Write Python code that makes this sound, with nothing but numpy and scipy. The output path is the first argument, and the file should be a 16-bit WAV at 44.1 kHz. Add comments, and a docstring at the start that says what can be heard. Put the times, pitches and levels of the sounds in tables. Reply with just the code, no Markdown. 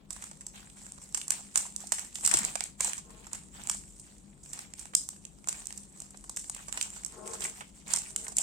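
"""A fan hums under a faint hiss, and then a plastic snack packet turned in two hands snaps, crackles and rubs.
Snaps are short bursts of noise spikes, crackle is grainy noise, and rubbing is grainy noise in ringing folds.
A bare room answers the packet with dying noise; the wafer block inside knocks as damped swings.
Something wooden scrapes nearby: noise through resonances. The fan is noise in narrow low bands.
Both microphone ports ring near 8 kHz; the right one is nearer, so packet sounds reach the left one late."""
import sys
import numpy as np
from scipy import signal
from scipy.fft import rfft, irfft, next_fast_len
from scipy.io import wavfile
from scipy.ndimage import uniform_filter1d, map_coordinates

SR = 44100
rng = np.random.default_rng(int(sys.argv[2]) if len(sys.argv) > 2 else 0)


def materialize(psi):
    """Save the field psi as 16-bit PCM at rate SR to the path in sys.argv[1].

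    A 1-D psi becomes a single channel; in a 2-D psi each row is a channel.
    """
    bounded = np.clip(np.atleast_2d(psi).T, -1, 1)
    quanta = np.round(bounded * 32767).astype(np.int16)
    wavfile.write(sys.argv[1], SR, quanta)


N = 371322  # length in samples

# Colour of ticks and crackle, peaking near 8 kHz, with a thin line near 16.5 kHz.
# Each row: frequency in Hz, relative level in dB per Hz.
CRACKLE_COLOUR = [(1760, -58), (3000, -24), (4940, -11), (5780, -5.5), (6720, -2), (7530, 7), (7970, 5),
                  (9000, 2), (9800, -10.5), (10300, -14), (15300, -23.5), (16200, -68), (16500, -41)]


def amp(db):
    """Turn dB into a plain factor."""
    return 10 ** (np.asarray(db) / 20)


def unit(x):
    """Scale a sound to an rms of 1."""
    return x / np.sqrt(np.mean(x ** 2) + 1e-20)


def along(points, hz):
    """Read a curve of (Hz, value) points, joined by straight lines on a log frequency axis."""
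    f, v = np.transpose(points)
    return np.interp(np.log(hz + 1), np.log(f + 1), v)


def curves(rows):
    """One value per sample for each column after the time."""
    s, *cols = np.transpose(rows)
    return [np.interp(np.arange(N) / SR, s, c) for c in cols]


def wobble(rate):
    """A smooth random curve with rate knots a second."""
    knots = rng.standard_normal(int(N * rate / SR) + 4)
    return map_coordinates(knots, [np.arange(N) * rate / SR])


def filtered(x, response):
    """Colour x by a complex response of frequency."""
    n = x.shape[-1]
    m = next_fast_len(n + 4096)  # spare room for the ringing
    return irfft(rfft(x, m) * response(np.fft.rfftfreq(m, 1 / SR)), m)[..., :n]


def impulse(spectrum, size=512):
    """A click with the given spectrum that starts at once (minimum phase) and has energy 1."""
    hz = np.fft.rfftfreq(8 * size, 1 / SR)
    level_db = np.maximum(along(spectrum, hz), -70)
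    cepstrum = irfft(np.log(amp(level_db)))
    # fold the second half onto the first, so that nothing rings before the click
    cepstrum[1:4 * size] *= 2
    cepstrum[4 * size + 1:] = 0
    h = irfft(np.exp(rfft(cepstrum)))[:size]
    return h / np.linalg.norm(h)


def modes(table):
    """A sum of resonances from rows of (Hz, width in Hz, dB), with alternating signs."""
    def response(f):
        total = 0
        for k, (centre, width, db) in enumerate(table):
            resonance = 1j * f * width / (centre * centre - f * f + 1j * f * width)
            total = total + (-1) ** k * amp(db) * resonance
        return total
    return response


def pair(alike, lag_s=0):
    """Two partly alike noises; the left one lags."""
    a, b = rng.standard_normal((2, N))
    left = np.roll(a, round(lag_s * SR))
    right = alike * a + np.sqrt(1 - alike ** 2) * b
    return np.array([left, right])


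def swells(rows, rise_db, fall_db):
    """One gain curve per dB column: every (start, hold, dB..) row rises, holds and falls, in dB a second."""
    s, hold, *cols = np.transpose(rows)[:, :, None]
    t = np.arange(0, N + 64, 64) / SR  # a coarse clock is enough
    shape_db = -rise_db * np.maximum(s - t, 0) - fall_db * np.maximum(t - s - hold, 0)
    gains = []
    for c in cols:
        total = np.sqrt(np.sum(amp(c + shape_db) ** 2, axis=0))
        gains.append(np.interp(np.arange(N) / SR, t, total))
    return gains


def background():
    """A fan as noise in narrow low bands, over the hiss of room and microphone."""
    # Bands of the fan. Each row: centre in Hz, width in Hz, relative level in dB.
    fan_bands = [(25, 11, -20), (45.6, 11.3, -0.5), (68, 16, -6), (96.7, 7.4, -6.5), (150.3, 21, -5),
                 (200.1, 9.4, 1.5), (259.7, 29.5, -11.5), (339, 52, -16)]
    # Level of the hum over time. 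Each row: time in seconds, level in dB before the 1 dB added below.
    hum_levels = [(0.0, -58), (2.16, -59), (2.41, -53), (2.58, -59), (3.87, -55), (3.91, -58.5),
                  (8.42, -57.5)]
    # Colour of the hiss. Each row: frequency in Hz, relative level in dB per Hz.
    hiss_colour = [(150, -24), (260, 4.5), (492, -1), (980, -8), (2900, -32), (4030, -53), (4470, -57),
                   (7760, -19), (9220, -32), (10400, -60), (11500, -45), (13500, -54), (16000, -48)]
    fan = unit(filtered(pair(0.82), modes(fan_bands))) * amp(curves(hum_levels)[0] + 1.0)
    hiss = unit(filtered(pair(0.19), lambda f: amp(along(hiss_colour, f))))
    return fan + amp(-67) * hiss


def handling():
    """Gains of crackle and rub: fingers squeeze and slide on top of the mere holding."""
    # Each row: start in seconds, hold in seconds, crackle level in dB, finger rub level in dB.
    grips = [(.11, 0.16, -52.5, -60), (.545, 0.045, -58, -52.5), (.77, .12, -53.5, -63),
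             (1.02, 0.022, -53, -64), (1.15, .07, -48, -60), (1.31, 0.058, -45, -50),
             (1.56, 0.036, -36, -46), (1.81, 0.024, -49, -56.5), (1.93, 0.091, -42.5, -53),
             (2.15, 0.033, -43.5, -66), (2.24, 0.15, -34.5, -43), (2.35, 0.14, -43.5, -47),
             (2.6, 0.037, -47, -52), (2.81, 0.081, -37, -45), (3.1, 0.16, -62.5, -61.5),
             (3.33, 0.015, -49.5, -52), (3.545, 0.13, -54.5, -54.5), (3.69, 0.062, -43.5, -60),
             (4.07, 0.033, -71, -63.5), (4.44, 0.12, -54, -68), (4.54, 0.083, -51.5, -54),
             (4.78, 0.038, -50, -59.5), (4.96, 0.06, -43, -69), (5.09, 0.045, -54.5, -71),
             (5.48, 0.12, -49, -54), (5.7, 0.079, -54.5, -61.5), (5.96, 0.054, -56.5, -64.5),
             (6.375, 0.052, -46.5, -72), (6.54, 0.07, -52.5, -55), (6.73, 0.12, -44.5, -53.5),
             (6.93, .04, -50, -58), (7.1, 0.051, -55, -60), (7.26, .1, -48, -56),
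             (7.41, 0.047, -39.5, -49.5), (7.56, 0.021, -50, -54), (7.75, 0.025, -56.5, -62.5),
             (7.87, .03, -54, -53), (7.91, 0.023, -38.5, -41), (8.02, .07, -46.5, -56.5),
             (8.2, 0.051, -47, -57.5), (8.37, .05, -39, -51)]
    # Packet merely held. Each row: time in seconds, crackle level in dB, rub level in dB.
    held = [(0, -83, -67.5), (.09, -78, -78), (.12, -63.5, -71), (2, -55, -65), (2.72, -70, -80),
            (3.1, -65, -69), (4, -57.5, -70), (4.35, -67.5, -72), (5.3, -63.5, -73), (5.9, -60.5, -71),
            (7, -55, -66.5), (8.42, -75, -77)]
    return np.hypot(swells(grips, rise_db=896, fall_db=164), amp(curves(held)))


def grains(rate, spread_db, bed, count):
    """Envelope of clumped ticks, count samples long, on a smooth bed; it reaches the left port late."""
    sizes_db = spread_db * rng.exponential(size=N) + 4 * wobble(60)  # the slow curve makes clumps
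    sizes = amp(np.minimum(sizes_db, 13))
    hits = rng.random(N) < rate / SR  # about rate ticks a second
    ticks = uniform_filter1d(hits * sizes, size=count) + bed
    return np.array([np.roll(ticks, 14), ticks])


def patchy(x, depth_db):
    """Random gain over time and frequency makes the crackle and rub patchy in colour."""
    z = signal.stft(x, nperseg=256)[2]
    field = rng.standard_normal(z.shape[1:])
    field = uniform_filter1d(field, size=7, axis=0)  # smooth over frequency
    field = uniform_filter1d(field, size=9, axis=1)  # smooth over time
    return signal.istft(z * amp(depth_db * unit(field)), nperseg=256)[1][:, :N]


def flex(hz, width, db):
    """A fold of the film flexes: grainy noise rings in one wide resonance."""
    grainy = grains(150, 1.7, 0.014, count=80) * pair(0.24, lag_s=14 / SR)
    return amp(db) * unit(filtered(grainy, modes([(hz, width, 0)])))


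def hands():
    """Tiny creases tick under the fingers; folds of three sizes flex in their own colours as skin slides on film."""
    # Large, middle and small folds. Each row: centre in Hz, width in Hz, relative level in dB.
    folds = [(814, 396, 3), (1860, 1030, -2), (2850, 10600, -3)]
    # Colour of the rub: strongest near 4 kHz, weaker near 550 Hz.
    # Each row: frequency in Hz, relative level in dB.
    rub_colour = [(250, 2), (550, -6), (4000, 3.5), (8000, -3)]
    crackle_gain, rub_gain = handling()
    fine = grains(700, 4.5, 0.1, count=25) * pair(0.5)
    crackle = unit(signal.fftconvolve(fine, impulse(CRACKLE_COLOUR)[None], axes=1)[:, :N])
    flexing = sum(flex(*fold) for fold in folds)
    rub = unit(filtered(flexing, lambda f: amp(along(rub_colour, f))))
    both = patchy(crackle_gain * crackle + rub_gain * rub, depth_db=2.5)
    return both * amp([[-1.5], [1.5]])  # 3 dB toward the right


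def small_snaps(count):
    """Small creases buckle by chance: rows like those of the loud snaps, as loud as the crackle around them."""
    spread_db = 3
    u, g = rng.random(count), rng.standard_normal((count, 5))
    at = ((np.arange(count) + u) * N / count).astype(int)  # one in each equal stretch of time
    tick_db = 20 * np.log10(handling()[0][at]) + 1.5 + spread_db * g[:, 0]
    thud_db = tick_db - 11 + 2 * spread_db * g[:, 1]
    thud_db = np.minimum(thud_db, tick_db)  # never louder than its tick
    thud_hz = 1260 * np.exp(0.22 * g[:, 2])
    ms = 1.8 * np.exp(0.21 * g[:, 3])
    pan_db = -7 + spread_db * g[:, 4]
    return np.transpose([at / SR, tick_db, thud_db, thud_hz, ms, pan_db])


def snaps(size=1024):
    """Each crease lets go in a few spikes; the film ticks and the air pocket under it thuds."""
    # The loudest creases that buckle. Each row: time in seconds, tick level in dB, thud level in dB (both rms
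    # over 5 ms), thud pitch in Hz, length in ms (sets the fade), left-right difference in dB before the ports.
    loud_snaps = [(0.1057, -34.5, -47, 1280, 2.7, -10.5), (0.1293, -39.5, -65, 1660, 2.5, -11),
                  (0.1634, -47, -52, 1380, 3.5, -15), (0.2227, -40, -45, 1370, 3, -7),
                  (0.2398, -39, -45, 1300, 1.8, -5), (0.3131, -42.5, -49, 804, 3.5, -5),
                  (0.4084, -40, -53, 1360, 5.1, -4), (0.466, -34, -51.5, 786, 2.1, -4),
                  (0.7, -55, -58, 2500, 2, -11), (0.8644, -45.5, -53, 1700, 2.8, -11),
                  (0.9206, -39.5, -58, 940, 0.8, 1), (0.9786, -52, -54.5, 1070, 2.7, -9),
                  (1.146, -23.5, -36.5, 1840, 2.6, -8), (1.1735, -30, -39, 1030, 4, -3),
                  (1.215, -38.5, -39.5, 2870, 1.1, -6), (1.281, -32.5, -50, 1260, 1.1, -7),
                  (1.3051, -20, -34, 1700, 1.4, -8), (1.3192, -31, -42.5, 2300, 2.5, 7),
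                  (1.5575, -19, -29, 1410, 1.7, -6.5), (1.5743, -22.5, -39, 1700, 2.8, -15),
                  (1.604, -38, -61, 2400, 1.4, -6), (1.7626, -31, -56, 2070, 1.4, -11),
                  (1.8042, -42, -64, 1700, 2.3, -9), (1.871, -38, -65, 1770, 3, -7),
                  (1.9202, -21, -29.5, 1090, 3, -9.5), (1.983, -35, -39, 1480, 7.5, -1),
                  (1.9947, -34.5, -52, 2220, 1, -12), (2.1554, -34.5, -40, 2800, 3.5, -10.5),
                  (2.249, -19, -37, 1980, 7.1, -4), (2.262, -20.5, -43, 2260, 1.1, -12),
                  (2.275, -20, -39, 2060, 1, -3), (2.313, -24.5, -32.5, 2160, 2.7, 10),
                  (2.3391, -14.5, -28, 1470, 6.6, -2), (2.3708, -22, -36, 1760, 3, 3),
                  (2.3878, -25.5, -52, 2300, 1.3, -2), (2.4495, -24.5, -56, 2070, 1.3, -10),
                  (2.5547, -28.5, -33, 805, 2.3, -10.5), (2.607, -30, -34, 2600, 0.83, -11),
                  (2.6388, -30.5, -66, 2870, 0.85, -7), (2.8066, -22, -33.5, 1790, 2.1, -6),
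                  (2.8461, -25, -39.5, 1190, 4.2, -10.5), (2.8952, -36, -50, 2390, 1.5, -14),
                  (2.933, -33, -39.5, 2320, 1.1, -12), (2.9786, -33.5, -45.5, 1000, 8.7, -6),
                  (3.105, -52.5, -54, 1010, 2.2, 5), (3.268, -44, -49, 1060, 3.1, -7),
                  (3.3318, -32, -46, 1430, 1.5, -9.5), (3.3477, -40, -61, 2070, 3.9, -11),
                  (3.637, -44.5, -67, 1310, 0.72, -15), (3.6725, -34, -47.5, 1240, 0.5, -11),
                  (3.6968, -23, -32, 1200, 2.4, -8), (3.7121, -31.5, -64, 1330, 5.3, -1),
                  (3.747, -41, -45.5, 1130, 4.1, -1), (3.997, -43.5, -66, 990, 2, -4),
                  (4.4342, -47.5, -70, 795, 3.9, -5), (4.5321, -33.5, -49, 1680, 2.8, -5.5),
                  (4.5906, -36.5, -45, 2150, 2, -3), (4.737, -40, -52, 2080, 1.5, -7),
                  (4.7933, -37, -56, 2030, 3.6, -9), (4.8554, -44.5, -47.5, 1330, 1.5, -9),
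                  (4.9354, -51, -43.5, 970, 3.7, -9), (4.9507, -15, -38, 2470, 1.5, -2),
                  (5.0892, -32.5, -46.5, 1660, 1, -5), (5.13, -57, -55, 960, 4.5, -7),
                  (5.2518, -40, -54.5, 2640, 1.5, -10), (5.443, -50, -54, 1470, 1.6, -8),
                  (5.4731, -36, -42, 960, 0.96, -4), (5.4863, -25, -40, 1090, 3.3, -10.5),
                  (5.492, -31.5, -52, 1830, 0.61, 5), (5.5271, -36, -47, 1610, 1.1, -12),
                  (5.6554, -42, -73, 1340, 2.3, -12), (5.67, -35.5, -60, 2720, 0.83, -14),
                  (5.7059, -46, -46.5, 1590, 1.7, -9), (5.7263, -43.5, -62, 1260, 0.6, -18),
                  (5.776, -37, -77, 1720, 2, -7), (6.0025, -38.5, -59, 1060, 2, -11),
                  (6.0187, -41.5, -54, 950, 2.1, -7), (6.1056, -45.5, -61, 1110, 4, -1),
                  (6.1442, -67, -50.5, 750, 3.4, -2), (6.1722, -46, -79, 990, 2.2, -8),
                  (6.2407, -46, -50.5, 1000, 4, -3), (6.295, -34, -43.5, 1000, 2.6, -3),
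                  (6.3632, -34.5, -61, 1760, 1.5, -2), (6.3702, -29.5, -38.5, 1270, 2.4, -5),
                  (6.394, -38, -67, 2050, 3.3, -6), (6.4972, -29.5, -43.5, 1020, 2.1, 1.5),
                  (6.547, -37, -51, 2250, 1.8, -7), (6.6817, -36.5, -43, 890, 8.8, -9),
                  (6.7263, -32, -40.5, 2780, 0.64, -10.5), (6.7741, -31.5, -35, 1900, 3.4, -6.5),
                  (6.8127, -28.5, -32, 3130, 0.86, -10), (6.8258, -27.5, -60, 1690, 2.4, -9),
                  (6.9626, -45, -48, 1330, 8.1, -12.5), (7.035, -42, -50, 950, 1.2, -5),
                  (7.0478, -31.5, -57, 2450, 2, -13), (7.0615, -35.5, -50, 1190, 2.5, -6),
                  (7.2758, -37, -43, 1080, 2.1, -4.5), (7.334, -33.5, -40.5, 880, 8, -8),
                  (7.4074, -40.5, -54, 1630, 0.74, -19), (7.4194, -36.5, -40.5, 2300, 5.3, -13),
                  (7.4404, -28.5, -42, 2500, 4.7, -7), (7.45, -33, -34.5, 2100, 5.3, 0),
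                  (7.607, -44, -38, 1010, 8.2, -8), (7.8786, -40, -64, 1230, 4.7, -8),
                  (7.9033, -42, -48, 940, 3.7, -15), (7.9362, -20.5, -40, 1470, 1.9, -12.5),
                  (7.961, -27, -48, 1830, 2.3, -10), (7.9709, -34, -60, 2100, 2.7, -17),
                  (7.9842, -31.5, -63, 1960, 4.9, -12), (8.1615, -24.5, -36.5, 2380, 1.8, -5),
                  (8.2669, -49, -42, 1320, 2.7, -9), (8.2808, -33.5, -46, 880, 4.6, -7),
                  (8.3198, -41.5, -49, 825, 6.3, -11), (8.3686, -23, -48, 2620, 1, 1),
                  (8.3841, -19.5, -35, 2740, 2.4, -6.5)]
    rows = np.vstack([loud_snaps, small_snaps(count=150)])
    s, tick_db, thud_db, hz, ms, pan_db = rows.T[:, :, None]
    a, b, c = np.moveaxis(rng.standard_normal((len(s), 3, size)), 1, 0)
    lag = np.round(SR * rng.uniform(.0002, 0.00041, s.shape)).astype(int)  # extra path to the left port
    t, life = np.arange(size) / SR, .5 * np.maximum(ms, .3) / 1000

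    def shape(t):
        """Quick rise, slower fade."""
        rise = 1 - np.exp(-np.maximum(t, 0) / (0.055 * life))
        return rise * np.exp(-t / (2.52 * life))

    def level(x, db):
        """Set the rms over 5 ms and share the left-right difference between the ports."""
        rms = np.sqrt(np.sum(x ** 2, axis=2, keepdims=True) * 200 / SR)
        return amp(db + np.array([pan_db, -pan_db]) / 2) * x / rms

    def place(i, x):
        """Add every snap into one long track at its sample numbers."""
        return np.bincount(i.ravel(), x.ravel(), N + 2 * size)[:N]

    noise = np.abs(c) ** 1.17 * np.array([a, 0.83 * a + 0.28 * b])  # a few spikes stand out
    spikes = rfft(noise * [shape(t - lag / SR), shape(t)])  # in the treble mostly the onset lags
    spikes /= uniform_filter1d(np.abs(spikes).mean(0), size=15) ** 0.3  # spikes are broadband
    tick = signal.fftconvolve(irfft(spikes), impulse(CRACKLE_COLOUR)[None, None], axes=2)[..., :size]
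    pocket, body = modes([(hz, 0.72 * hz, 0)]), modes([(1300, 2600, 0)])
    thud = filtered(noise * shape(t), lambda f: pocket(f) * body(f))
    tick, thud = level(tick, tick_db), level(thud, thud_db)
    at = np.round(s * SR).astype(int) + np.arange(size) - 8  # begin 8 samples ahead
    left = place(at + lag % 3, tick[0]) + place(at + lag, thud[0])  # the tick's onset already lags
    right = place(at, tick[1] + thud[1])
    return np.array([left, right])


def room(x, count):
    """Silence until the first wall, then a noise tail that dies by frequency, drawn afresh for each stretch of time."""
    # How long the tail rings. Each row: frequency in Hz, time to fall by 60 dB in seconds.
    ring_times = [(500, 0.084), (1500, 0.16), (4000, 0.27), (9000, 0.18), (15000, 0.1)]
    out, step, mono = np.zeros((2, N + SR)), -(-N // count), x.mean(0)
    for i in range(0, N, step):
        hz, t, z = signal.stft(rng.standard_normal((2, SR * 3 // 5)), SR, nperseg=256)
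        fade = amp(-60 * t / along(ring_times, hz)[:, None])
        tail = signal.istft(z * fade, SR, nperseg=256)[1]
        tail *= np.interp(np.arange(tail.shape[1]) / SR, [.003, .012, .015], [0, .35, 1])
        tail /= np.linalg.norm(tail[0])
        wet = signal.fftconvolve(mono[None, i:i + step], tail, axes=1)
        out[:, i:i + wet.shape[1]] += wet
    return out[:, :N]


def bumps():
    """The wafer block knocks softly against fingers and palm: one damped swing each."""
    # Each row: time in seconds, peak level in dB before panning, pitch in Hz, time to fall by 60 dB
    # in seconds, left-right difference in dB before the ports.
    knocks = [(1.654, -41, 970, 0.015, -10), (1.839, -43.5, 756, 0.014, -15), (2.247, -44.5, 198, 0.076, 4),
              (2.344, -35.5, 342, 0.031, 3.5), (2.353, -52, 129, 0.099, 17), (2.407, -39, 205, 0.2, 3),
              (2.556, -33.5, 750, 0.015, -15), (2.61, -38.5, 780, 0.013, -11),
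              (2.803, -37.5, 1050, .03, -11), (2.809, -39, 550, 0.011, -6), (2.845, -47, 897, 0.048, -26),
              (2.856, -47, 706, 0.027, -9), (2.882, -47, 500, 0.022, -8), (8.394, -41, 714, 0.017, -8)]
    out, t = np.zeros((2, N + SR)), np.arange(SR // 5) / SR
    for s, db, hz, t60, pan_db in knocks:
        push = np.sin(2 * np.pi * hz * t) * amp(-60 * t / t60)
        push *= 1 - np.exp(-t / 0.0014)  # soft start
        push *= amp(db) / np.abs(push).max()
        out[:, round(s * SR):][:, :len(t)] += push * amp([[pan_db / 2], [-pan_db / 2]])
    return out[:, :N]


def scrape():
    """Rough sliding noise in the resonances of a wooden thing, off to the left."""
    # Each row: start in seconds, hold in seconds, level in dB.
    strokes = [(3.08, .12, -61.5), (7.19, .15, -47.5), (7.4, 0.088, -58), (8.15, 0.15, -61.5)]
    # Resonances of the wood. Each row: centre in Hz, width in Hz, relative level in dB.
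    wood = [(371, 33, 3.5), (461, 24, 6), (634, 23, 2), (870, 49, -4), (1066, 12, 4), (1330, 210, -13)]
    gain = swells(strokes, rise_db=255, fall_db=220)[0]
    return gain * unit(filtered(pair(0.4), modes(wood))) * amp([[1.5], [-1.5]])


def scene():
    """The packet with its room answer, the scrape, the knocks and the background."""
    packet = snaps() + hands()
    answer = amp(-10.0) * room(packet, count=14)
    return packet + answer + scrape() + bumps() + background()


def record(dry):
    """The ports differ in colour; nothing is kept above the band limit."""
    # How the ports differ. Each row: frequency in Hz, left-right difference in dB.
    port_tilt = [(60, 5.5), (400, 5.5), (800, 3.5), (2400, 5), (4400, -1.5), (6500, -2.5), (9000, 5),
                 (15000, 3)]
    top_hz = 16600

    def ports(f):
        """Half the difference for each port, with its own sign."""
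        return amp(along(port_tilt, f) * np.array([[.5], [-.5]])) * (f < top_hz)

    return filtered(dry, ports)


dry = scene()
out = record(dry)
materialize(out)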